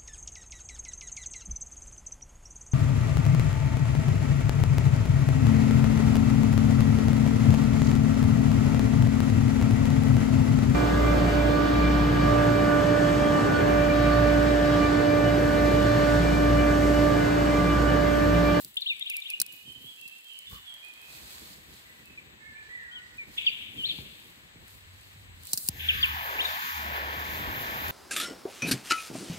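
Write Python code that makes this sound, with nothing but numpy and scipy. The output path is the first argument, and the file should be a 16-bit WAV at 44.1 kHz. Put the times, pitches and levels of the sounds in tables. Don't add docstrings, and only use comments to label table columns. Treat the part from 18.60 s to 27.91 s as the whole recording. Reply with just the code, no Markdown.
import sys
import numpy as np
from scipy import signal
from scipy.fft import rfft, irfft, next_fast_len
from scipy.io import wavfile

SR = 44100
rng = np.random.default_rng(int(sys.argv[2]) if len(sys.argv) > 2 else 0)


def dump_mix(stems):
    frames = np.atleast_2d(stems).T
    limited = np.clip(frames, -1, 1)
    pcm = np.round(limited * 32767).astype(np.int16)
    wavfile.write(sys.argv[1], SR, pcm)


N = 410571

# frequency in Hz, left gain in dB, right gain in dB, coherence from 0 to 1.
CLICK_PATH = [(705, -47, -30.5, 0.84), (1580, -18.5, -30, 0.86), (2150, -33, -24, 0.39),
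              (2940, -19, -9.5, 0.7), (3560, -22, -51, 0.23), (4020, -7.5, -10, 0.34),
              (5270, -13, -13.5, 0.31), (6640, -19.5, -14.5, 0.15), (8460, -7.5, -9.5, 0.37),
              (9460, -5.5, -3, 0.82), (10100, -1, -7.5, 0.97), (12200, -12.5, -11.5, 0.92),
              (14000, -14, -13, 0.52), (15600, -8, -9, 0.86)]
RUSTLE_PATH = [(300, -13, -15, 0.51), (735, -12, -5, 0.72), (1400, -12.5, -8, 0.43),
               (2670, -12.5, -6.5, 0.17), (4240, -2, -2, 0.07), (5780, -11.5, -12.5, 0.37),
               (6830, -10.5, -8, 0.18), (8260, -4, -7.5, .28), (8900, -15, -4.5, 0.3),
               (10270, 1, 1.5, 0.99), (11500, -3, -6, 1), (12800, -5, -3, 0.77), (15400, -2.5, -6, 0.8)]
BIRD_PATH = [(1000, 11.4, 1.2, 0.1), (2490, 4, 2.9, 0.59), (3690, 6.63, 0.32, 0.29), (4860, 9, 0.13, 1)]
# frequency in Hz, phase in radians.
PHASE_AROUND = [(20, .2), (300, .5), (800, 2.7), (5500, 3.0), (7000, .4), (8100, 1.4), (10400, 3.1),
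                (13000, 5.9), (15600, 8.3)]
PHASE_ASIDE = [(250, .2), (900, -1.8), (1500, -3.3), (1850, -4.7), (3000, -3.8), (4300, -6.6), (7500, -5.7),
               (10400, -3.1), (13000, -.3), (15600, 2.0)]
CATCH_S = 7.084


def jet():
    # frequency in Hz, left and right gain in dB, coherence.
    jet_path = [(249.7, -11.5, -11.5, 1), (423, -11, -6, 0.66), (940, 0.5, -4, 1), (1660, -5, 2.5, 1),
                (1683, -0.5, -3.5, 0.079), (3370, -7.5, -14, 0.92), (4390, -16.5, -19, 0.32),
                (4840, -19.5, -26.5, 0.37), (6070, -34, -26.5, 0.2), (6760, -25.5, -24, 0.46),
                (8100, -33, -31.5, .1), (9050, -32, -25.5, 1), (9400, -24, -25, .8), (9600, -29, -27, 1),
                (10800, -28, -29, 1), (11000, -15, -15.5, 1), (12000, -15, -15.5, 0.84),
                (13700, -10, -10, 0.88), (14600, -8.5, -8.5, 1), (15700, -11, -12, 0.9)]
    # frequency in Hz, width in Hz, lift in dB.
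    whistles = [(1790, 220, 2.5), (2310, 160, 2.5), (3500, 300, 1), (5000, 210, 6), (5640, 100, 9),
                (6430, 450, 8), (9500, 500, 3.5)]
    # time in seconds, level in dB.
    hiss_curve = [(7.1, -68), (7.2, -49), (7.27, -49), (7.31, -49), (7.45, -46), (7.55, -49), (7.66, -44.5),
                  (7.69, -48), (8.09, -45.5), (8.47, -52), (8.55, -47), (8.66, -48), (8.78, -44.5),
                  (8.86, -50.5), (9.02, -42.5), (9.06, -48), (9.3, -44)]
    lit = round(7.08 * SR)
    t = np.arange(N - lit) / SR
    flow = ports(noise(flicker_db=.55, rate_hz=6), jet_path, PHASE_ASIDE)[:, lit:]
    for hz, width_hz, lift_db in whistles:
        flow = flow + (from_db(lift_db) - 1) * band(flow, hz - width_hz / 2, hz + width_hz / 2, order=1)
    roar, treble = split(flow, 5200)
    fizz, hiss = split(treble, 9800)
    roar_db = np.interp(t, [0, .28], [-61.5, -44])
    fizz_db = np.interp(t, [0, .21], [-63, -54]) + 3.1 * drift(4)[lit:]
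    for patch_hz in (11200, 12800), (12800, 14300), (14300, 16500):
        hiss = hiss + (from_db(1.3 * drift(7.3)[lit:]) - 1) * band(hiss, *patch_hz, order=1)
    flame = from_db(roar_db) * unit_rms(roar, 1550, 2060) + from_db(fizz_db) * unit_rms(fizz, 3760, 14400)
    flame += from_db(in_time(hiss_curve)[0][lit:]) * unit_rms(hiss, 10500, 19000)
    return np.pad(flame, [(0, 0), (lit, 0)])


def unlit_gas():
    start_s, final_db, growth_db_per_s = 6.94, -53, 30
    t = np.arange(N) / SR
    gain = (t > start_s) * (t < CATCH_S) * from_db(final_db - growth_db_per_s * np.abs(CATCH_S - t))
    hiss = band(noise(flicker_db=1, rate_hz=30), 7450, 11700)
    return gain * unit_rms(ports(hiss, CLICK_PATH, PHASE_ASIDE), 9200, 12000)


def snaps():
    # start in seconds, relative level in dB, the crack's time to fall 60 dB in seconds,
    # the shell's share in dB.
    impacts = [(0.499, -18, 0.018, -1), (0.5677, -14, 0.008, -26), (0.7017, -21.5, 0.025, 1),
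               (0.801, -6.5, 0.012, 5.5), (0.816, -2.5, 0.017, -40), (6.918, -30, .012, 6),
               (6.9326, -5.5, 0.032, 1.5), (6.975, -11.5, 0.034, 2.5), (7.078, -22, .02, 0),
               (7.0872, -2, 0.013, -5)]
    start_s, level_db, t60_s, shell_db = np.transpose(impacts)
    crack = bursts(start_s, level_db + 2, t60_s)
    crack += (from_db(-7.5) - 1) * band(crack, 1800, 3600, order=1)
    shell = band(bursts(start_s, level_db + shell_db, 1.37 * t60_s), 4300, 6600)
    return ports(crack + shell, CLICK_PATH, PHASE_ASIDE)


def resin_crackles():
    # start in seconds, relative level in dB.
    crackles = [(0.0476, -15.5), (0.1437, -31), (0.171, -23.5), (0.2599, -37), (0.3198, -38), (0.2087, -26),
                (0.2174, -31), (0.366, -33), (0.396, -25), (0.602, -24), (0.8643, -22), (0.9244, -26),
                (1.3604, -33), (1.6842, -36), (1.7361, -34), (2.415, -34), (1.413, -26), (1.478, -24.5),
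                (1.485, -27), (1.528, -37), (1.5873, -33), (1.6452, -34), (1.7893, -22.5), (2.141, -28.5),
                (2.2485, -31), (2.2862, -40), (2.3377, -32), (3.4575, -31), (4.573, -35), (6.081, -35),
                (6.412, -39), (6.8346, -29), (6.8538, -25), (6.871, -20), (7.4577, -18), (7.9184, -31),
                (7.957, -28), (9.2822, -15.5)]
    start_s, level_db = np.transpose(crackles)
    ticks = bursts(start_s, level_db, t60_s=np.full(len(crackles), .0091))
    return ports(split(ticks, 3800)[1], CLICK_PATH, PHASE_ASIDE)


def resin_sizzle():
    end_s, per_s = 2.1, 30
    onsets = (rng.random(N) < per_s / SR) * (np.arange(N) / SR < end_s)
    impulses = onsets * from_db(-39 + 4.3 * rng.exponential(1, N))
    decays = signal.lfilter([1], [1, -.93], impulses + 1e-18)
    return split(ports(decays * rng.standard_normal((2, N)), CLICK_PATH, PHASE_ASIDE), 5200)[1]


def resin_spits():
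    # start in seconds, length in seconds, level in dB.
    spits = [(0, 0.02, -51), (.21, .015, -61), (.505, .03, -59), (.926, 0.015, -53), (1.22, 0.035, -59),
             (1.9, 0.028, -55), (2.416, .05, -64)]
    gain, = swells(spits, rise_db_per_s=2000, fade_db_per_s=161)
    vapour = ports(noise(flicker_db=1.5, rate_hz=40), RUSTLE_PATH, PHASE_ASIDE)
    return gain * unit_rms(split(vapour, 11400)[1], 9400, 20800)


def near_bird():
    # start and length in seconds, first and last pitch in Hz, relative level in dB.
    chirps = [(.168, 0.0071, 2650, 3660, -26.5), (.171, 0.017, 3780, 3340, -28),
              (.218, 0.019, 4590, 3200, -32), (.285, 0.04, 3810, 3530, -31.5),
              (.41, 0.018, 3730, 3070, -34), (.424, 0.0079, 3700, 3700, -29.5),
              (.62, 0.012, 3830, 3450, -37), (5.257, 0.024, 4090, 4240, -36.5),
              (.535, 0.033, 3040, 2317, -34), (.565, .04, 2280, 2367, -37.5),
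              (.735, 0.022, 2860, 2810, -30), (3.575, 0.029, 2530, 2210, -43),
              (4.19, 0.11, 1890, 1575, -51), (4.31, 0.052, 3060, 3330, -49),
              (4.35, 0.055, 3390, 2810, -42.5), (4.58, 0.07, 2530, 2160, -39),
              (4.85, 0.058, 4540, 4550, -48.5), (5.18, 0.084, 3300, 2790, -37),
              (7.41, 0.042, 4600, 4560, -41), (.52, 0.026, 2250, 1950, -49), (.405, .025, 2110, 2010, -50),
              (5.235, 0.028, 2746, 4100, -28.5), (5.289, 0.042, 4070, 2910, -29.5),
              (7.783, 0.04, 2143, 4010, -27.5), (7.85, 0.019, 3850, 3480, -28)]
    warble = [(0, .024, 2650, 4000, -0.5), (.027, .014, 3850, 3000, -9), (.036, .044, 3110, 2150, 0.5)]
    lead = [(0, 0.028, 2840, 2500, 1), (.002, 0.018, 3560, 3300, 2.5)]
    fall = [(0.0021, 0.032, 3720, 2267, 0)]
    # start in seconds, gain in dB.
    warble_times = [(.259, -29), (.458, -34.5), (0.654, -38.5)]
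    lead_times = [(4.777, -34), (7.2, -45)]
    fall_times = [(4.863, -19.5), (7.284, -20.5), (7.426, -20)]
    notes = list(chirps)
    for phrase, times in (warble, warble_times), (lead, lead_times), (fall, fall_times):
        for start_s, gain_db in times:
            notes += [(start_s + after_s, *glide, gain_db + db) for after_s, *glide, db in phrase]
    return song(notes, echo_db=-10, t60_s=.4, pan_db=.7, waver_share=0)


def far_birds():
    # start and length in seconds, first and last pitch in Hz, relative level in dB.
    whistles = [(.88, 0.073, 2955, 2860, -51), (.685, 0.12, 2603, 2530, -49),
                (1.055, 0.15, 3210, 2960, -49), (1.22, 0.096, 3150, 3340, -51),
                (1.37, 0.17, 2750, 2573, -52), (1.64, 0.28, 3190, 2934, -52),
                (1.7, 0.12, 2890, 2800, -57.5), (1.865, 0.04, 3564, 3440, -47.5),
                (1.95, 0.079, 2950, 2875, -57), (2.06, 0.14, 3320, 3122, -49.5),
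                (2.37, 0.118, 2560, 2637, -59), (2.225, 0.12, 2480, 2422, -52),
                (3.25, 0.1, 1996, 1954, -61.5), (3.44, 0.12, 2576, 2570, -60.5),
                (3.8, 0.35, 1784, 1714, -55.5), (3.8, 0.12, 2140, 2190, -59.5),
                (3.95, 0.05, 2246, 2440, -57), (4.09, 0.2, 1982, 1880, -46.5),
                (4.25, 0.22, 1504, 1476, -64.5)]
    return song(whistles, echo_db=3.5, t60_s=1.53, pan_db=-4, waver_share=.0149)


def song(notes, echo_db, t60_s, pan_db, waver_share):
    direct, waver = np.zeros(N), 1 + waver_share * drift(31.6)
    for start_s, length_s, from_hz, to_hz, level_db in notes:
        progress, at = np.linspace(0, 1, round(length_s * SR)), round(start_s * SR)
        span, rising = slice(at, at + len(progress)), to_hz > from_hz
        pitch_hz = from_hz * (to_hz / from_hz) ** (progress ** (.9 if rising else .7)) * waver[span]
        envelope = np.sqrt(np.sin(np.pi * progress)) if rising else np.sin(np.pi * progress ** .5)
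        direct[span] += from_db(level_db) * envelope * np.sin(2 * np.pi * np.cumsum(pitch_hz) / SR)
    t = np.arange(SR) / SR
    response = rng.standard_normal((2, SR)) * from_db(-60 * t / t60_s) * np.minimum(t / .0033, 1)
    response *= from_db(echo_db) / np.sqrt(np.sum(response[0] ** 2))
    echoes = signal.fftconvolve(direct[None], response, axes=1)[:, :N]
    return from_db([[pan_db], [-pan_db]]) * ports(direct + echoes, BIRD_PATH, PHASE_AROUND)


def echo_wash():
    # start and length in seconds, level of the lower and of the higher band in dB.
    washes = [(.2, 0.11, -61, -61), (.33, 0.36, -54.5, -81), (4.775, 0.2, -44.5, -68),
              (5.27, 0.035, -49, -53), (7.195, 0.16, -43, -74), (7.41, 0.015, -46, -68),
              (7.82, .05, -48, -51)]
    bands_hz = (2300, 3540), (3540, 4530)
    gains = swells(washes, rise_db_per_s=3000, fade_db_per_s=47)
    blur = ports(noise(flicker_db=1.5, rate_hz=15), BIRD_PATH, PHASE_AROUND)
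    return sum(gain * unit_rms(band(blur, *hz, order=4), *hz) for gain, hz in zip(gains, bands_hz))


def glove_rustle():
    # start and length in seconds, relative body level and treble level in dB.
    movements = [(0, 0.026, -58.5, -50.5), (.94, 0.014, -64, -71), (1.3, 0.16, -69, -68),
                 (1.95, 0.0043, -59, -63), (2.53, 0.41, -57, -57.5), (3.14, 0.064, -63, -65),
                 (4.75, 0.035, -60.5, -62), (5.22, 0.19, -63, -59.5), (6.1, 0.072, -69.5, -63),
                 (6.46, .01, -79, -71), (6.89, 0.044, -56.5, -59), (6.99, 0.1, -55, -44.5)]
    # time in seconds, relative body level and treble level in dB.
    hush = [(0, -79, -70), (.7, -66, -63), (2.3, -68.5, -68), (3.45, -67.5, -68), (3.66, -72, -83),
            (4.45, -68.5, -82), (4.9, -67.5, -65), (5.7, -66, -63.5), (5.98, -70.5, -81), (6.4, -66, -68.5),
            (6.62, -68.5, -69), (6.83, -80, -89)]
    moving = swells(movements, rise_db_per_s=120, fade_db_per_s=164)
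    body_gain, treble_gain = np.hypot(from_db(in_time(hush)), moving)
    grains = (rng.random(N) < 150 / SR) * from_db(2 * np.minimum(rng.exponential(1, N), 4))
    roughness = 1 + signal.lfilter([.6], [1, -.96], grains)
    rubbing = roughness * noise(flicker_db=1.3, rate_hz=4.5)
    body, treble = split(ports(rubbing, RUSTLE_PATH, PHASE_AROUND), 7130)
    rustle = from_db(-6) * body_gain * unit_rms(body, 4850, 6770)
    rustle += treble_gain * unit_rms(treble, 9400, 20800)
    return rustle * (np.arange(N) < CATCH_S * SR)


def hand_thumps():
    # start in seconds, the push's relative level in dB and final pitch in Hz,
    # the level in dB and pitch in Hz of the knock on the case.
    thumps = [(0.804, -52.5, 109, -64, 900), (0.817, -58, 111, -37, 1500), (1.075, -47, 99, -59, 900),
              (1.158, -52, 101, -63, 900), (1.242, -45.5, 104, -58, 900), (1.455, -56, 91, -67, 900),
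              (1.927, -36, 40.8, -47, 900), (5.386, -33.5, 70.6, -43, 890), (5.957, -46, 97, -56, 900),
              (6.559, -46, 65, -60, 900), (6.934, -38.5, 103, -36, 820), (6.9758, -46.5, 129, -55, 600),
              (7.0903, -28.5, 73, -41, 910)]
    pitch_excess, sag_s, rise_s, fade_s = 4.1, .0043, .0064, .007
    thuds, t = np.zeros(N), np.arange(4000) / SR
    sagging_time = t + pitch_excess * sag_s * (1 - np.exp(-t / sag_s))
    envelope = 2.5 * (1 - np.exp(-t / rise_s)) * np.exp(-t / fade_s)
    for start_s, push_db, push_hz, knock_db, knock_hz in thumps:
        push = from_db(push_db) * envelope * np.sin(2 * np.pi * push_hz * sagging_time)
        knock = from_db(knock_db) * np.exp(-t / .0019) * np.sin(2 * np.pi * knock_hz * t)
        at = round(start_s * SR)
        thuds[at:at + len(t)] += push + knock
    return thuds


def wind_rumble():
    # frequency in Hz, left and right gain in dB, coherence.
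    rumble_path = [(25, -40, -33, 0.98), (53.4, -12, -2, 0.78), (74, -3, -9.5, 0.99), (104, -8.5, -7, 0.51),
                   (226, -7, -9, 1), (470, -16, -11.5, 0.54), (1020, -34, -33, 1)]
    # time in seconds, relative deep and upper level in dB.
    breeze = [(0, -68, -86), (.75, -92, -92), (1.15, -66, -62.5), (1.8, -100, -79), (2.3, -71, -71.5),
              (2.65, -57.5, -58), (4.3, -61, -63), (5.0, -56, -54), (5.7, -58.5, -57), (6.3, -52, -68.5),
              (7.0, -62, -60), (7.13, -50, -56.5), (7.4, -38.5, -53), (8.04, -69, -55.5), (8.4, -46.5, -54),
              (9.31, -41.5, -45.5)]
    # start and length in seconds, relative deep and upper level in dB.
    gusts = [(.05, 0.0032, -61, -59), (.35, 0.011, -70, -64), (.8, 0.16, -88, -60), (1.08, 0.037, -59, -55),
             (1.93, 0.018, -46, -51), (2.8, 0.2, -69, -56), (3.4, 0.44, -69, -58.5),
             (4.78, 0.028, -58, -75), (5.17, 0.15, -58, -51.5), (5.41, 0.034, -44.5, -47.5),
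             (5.95, 0.039, -56, -54.5), (6.7, 0.12, -45.5, -65), (7.04, 0.026, -50, -73),
             (8.2, 0.14, -50, -47), (8.8, 0.15, -38, -45)]
    gusting = swells(gusts, rise_db_per_s=293, fade_db_per_s=198)
    deep_gain, upper_gain = np.hypot(from_db(in_time(breeze)), gusting)
    deep, upper = split(ports(noise(flicker_db=3, rate_hz=14), rumble_path, PHASE_AROUND), 116)
    return (from_db(-7.5) * deep_gain * unit_rms(deep, 40, 160)
            + from_db(-6.5) * upper_gain * unit_rms(upper, 94, 390))


def hum():
    # start and length in seconds, pitch in Hz, level in dB.
    spells = [(6.11, 0.27, 97, -59.5), (6.58, 0.21, 95, -53.5), (7.203, 0.36, 77, -45),
              (7.71, 0.21, 76.5, -54.5), (8.167, 0.66, 74.2, -46.5), (9.153, 0.17, 74, -48)]
    start_s, length_s, hz, level_db = np.transpose(spells)
    gain, = swells(np.c_[start_s, length_s, level_db], rise_db_per_s=211, fade_db_per_s=211)
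    flicker = from_db(.83 * drift(15))
    pitch_hz = in_time(np.c_[start_s, hz])[0] * (1 + .042 * drift(13.3))
    return np.sqrt(2) * gain * flicker * np.sin(2 * np.pi * np.cumsum(pitch_hz) / SR)


def squeak():
    start_s, length_s, level_db = 1.9, .1, -56
    hollow = unit_rms(band(rng.standard_normal((2, N)), 1080, 1220), 800, 1600)
    progress = np.clip((np.arange(N) / SR - start_s) / length_s, 0, 1)
    return from_db(level_db) * np.sin(np.pi * progress) * hollow


def background_air():
    # frequency in Hz, left and right gain in dB, coherence.
    air_path = [(150, -16.5, -21, 0), (297, -8, -11, 0), (540, -10, -12.5, 0.47), (1010, -5, -11, 0.33),
                (1340, -7.5, -12.5, 0.48), (1830, -1, -2.5, 0.55), (4000, -6, -9.5, 0.58),
                (5400, -30, -36, 1), (6900, -17.5, -35, .1), (7920, -9.5, -24.5, .2), (8020, 1, -27, 0),
                (8080, -29, -34, 0.6), (10500, -47, -49, .95), (13000, -38, -22, 0.3),
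                (15600, -19, -26, .7)]
    air = ports(noise(flicker_db=.77, rate_hz=34), air_path, PHASE_AROUND)
    return from_db(-68.5) * unit_rms(air, 480, 1514)


def dulled_lows(x):
    # time in seconds, edge frequency in Hz.
    edge_curve = [(0, 2660), (1.75, 2360), (2.0, 753), (2.4, 107), (6.85, 61.4), (6.9, 3820), (7.07, 3840),
                  (7.13, 1580), (7.32, 1280), (7.78, 202), (8.08, 936), (8.5, 62)]
    light_dip_db, full_dip_db, edge_octaves = -6, -22.5, .05
    hz, t, spectra = signal.stft(x, SR, nperseg=1024)
    edge_hz = np.interp(t, *np.transpose(edge_curve))
    below = (1 + np.tanh(np.log2(edge_hz / (hz[:, None] + 1)) / edge_octaves)) / 2
    depth = np.interp(edge_hz, [1000, 1590], [1, 0])
    merged = depth * spectra.mean(axis=0) + (1 - depth) * spectra
    dulled = from_db(light_dip_db + depth * (full_dip_db - light_dip_db)) * merged
    return signal.istft((1 - below) * spectra + below * dulled, SR, nperseg=1024)[1][:, :N]


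def ports(pair, path, phases):
    size = next_fast_len(N)
    log_hz = np.log(np.arange(size // 2 + 1) * SR / size + 1)
    path_hz, *columns = np.transpose(path)
    left_db, right_db, coherence = [np.interp(log_hz, np.log(path_hz), c) for c in columns]
    coherence = np.clip(coherence, 0, 1)
    phase_hz, radians = np.transpose(phases)
    phase = np.interp(log_hz, np.log(phase_hz), radians)
    first, second = rfft(pair, size)
    right = (coherence * first + np.sqrt(1 - coherence ** 2) * second) * np.exp(1j * phase)
    return irfft([from_db(left_db) * first, from_db(right_db) * right], size)[:, :N]


def bursts(start_s, level_db, t60_s):
    envelope, t = np.zeros(N), np.arange(3000) / SR
    spike = 1 + .37 * np.exp(-t / .00017)
    for s, db, t60 in zip(start_s, level_db, t60_s):
        at = round(s * SR)
        envelope[at:at + len(t)] += (from_db(db - 60 * t / t60) * spike)[:N - at]
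    return envelope * rng.standard_normal((2, N))


def swells(rows, rise_db_per_s, fade_db_per_s):
    at = np.arange(0, N, 128)
    start_s, length_s, *levels = np.transpose(rows)[:, :, None]
    age_s = at / SR - start_s
    shape_db = -rise_db_per_s * np.maximum(-age_s, 0) - fade_db_per_s * np.maximum(age_s - length_s, 0)
    return [np.interp(np.arange(N), at, np.linalg.norm(from_db(db + shape_db), axis=0)) for db in levels]


def noise(flicker_db, rate_hz):
    return rng.standard_normal((2, N)) * from_db(flicker_db * drift(rate_hz))


def drift(rate_hz):
    knots = rng.standard_normal(int(N / SR * 200))
    pole = np.exp(-2 * np.pi * rate_hz / 200)
    slow = signal.lfilter([1], np.poly([pole, pole]), knots)
    slow = (slow - slow.mean()) / slow.std()
    return np.interp(np.linspace(0, len(slow) - 1, N), np.arange(len(slow)), slow)


def band(x, low_hz, high_hz, order=2):
    sos = signal.butter(order, [low_hz, min(high_hz, .45 * SR)], "band", fs=SR, output="sos")
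    return signal.sosfilt(sos, x)


def split(x, hz):
    return [signal.sosfilt(signal.butter(4, hz, kind, fs=SR, output="sos"), x) for kind in ("low", "high")]


def unit_rms(x, low_hz, high_hz):
    return x / np.sqrt(np.mean(band(x.mean(axis=0), low_hz, high_hz, order=3) ** 2))


def in_time(rows):
    time_s, *columns = np.transpose(rows)
    return [np.interp(np.arange(N) / SR, time_s, c) for c in columns]


def from_db(db):
    return 10 ** (np.asarray(db) / 20)


def scene():
    air = background_air()
    birds = near_bird() + far_birds() + echo_wash()
    dulled = dulled_lows(air + glove_rustle() + jet())
    lighter = unlit_gas() + snaps()
    resin = resin_crackles() + resin_sizzle() + resin_spits()
    return dulled + lighter + resin + birds + hand_thumps() + wind_rumble() + hum() + squeak()


def record(dry):
    return signal.sosfilt(signal.cheby2(22, 60, 16000, fs=SR, output="sos"), dry)


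dry = scene()
out = record(dry)
dump_mix(out)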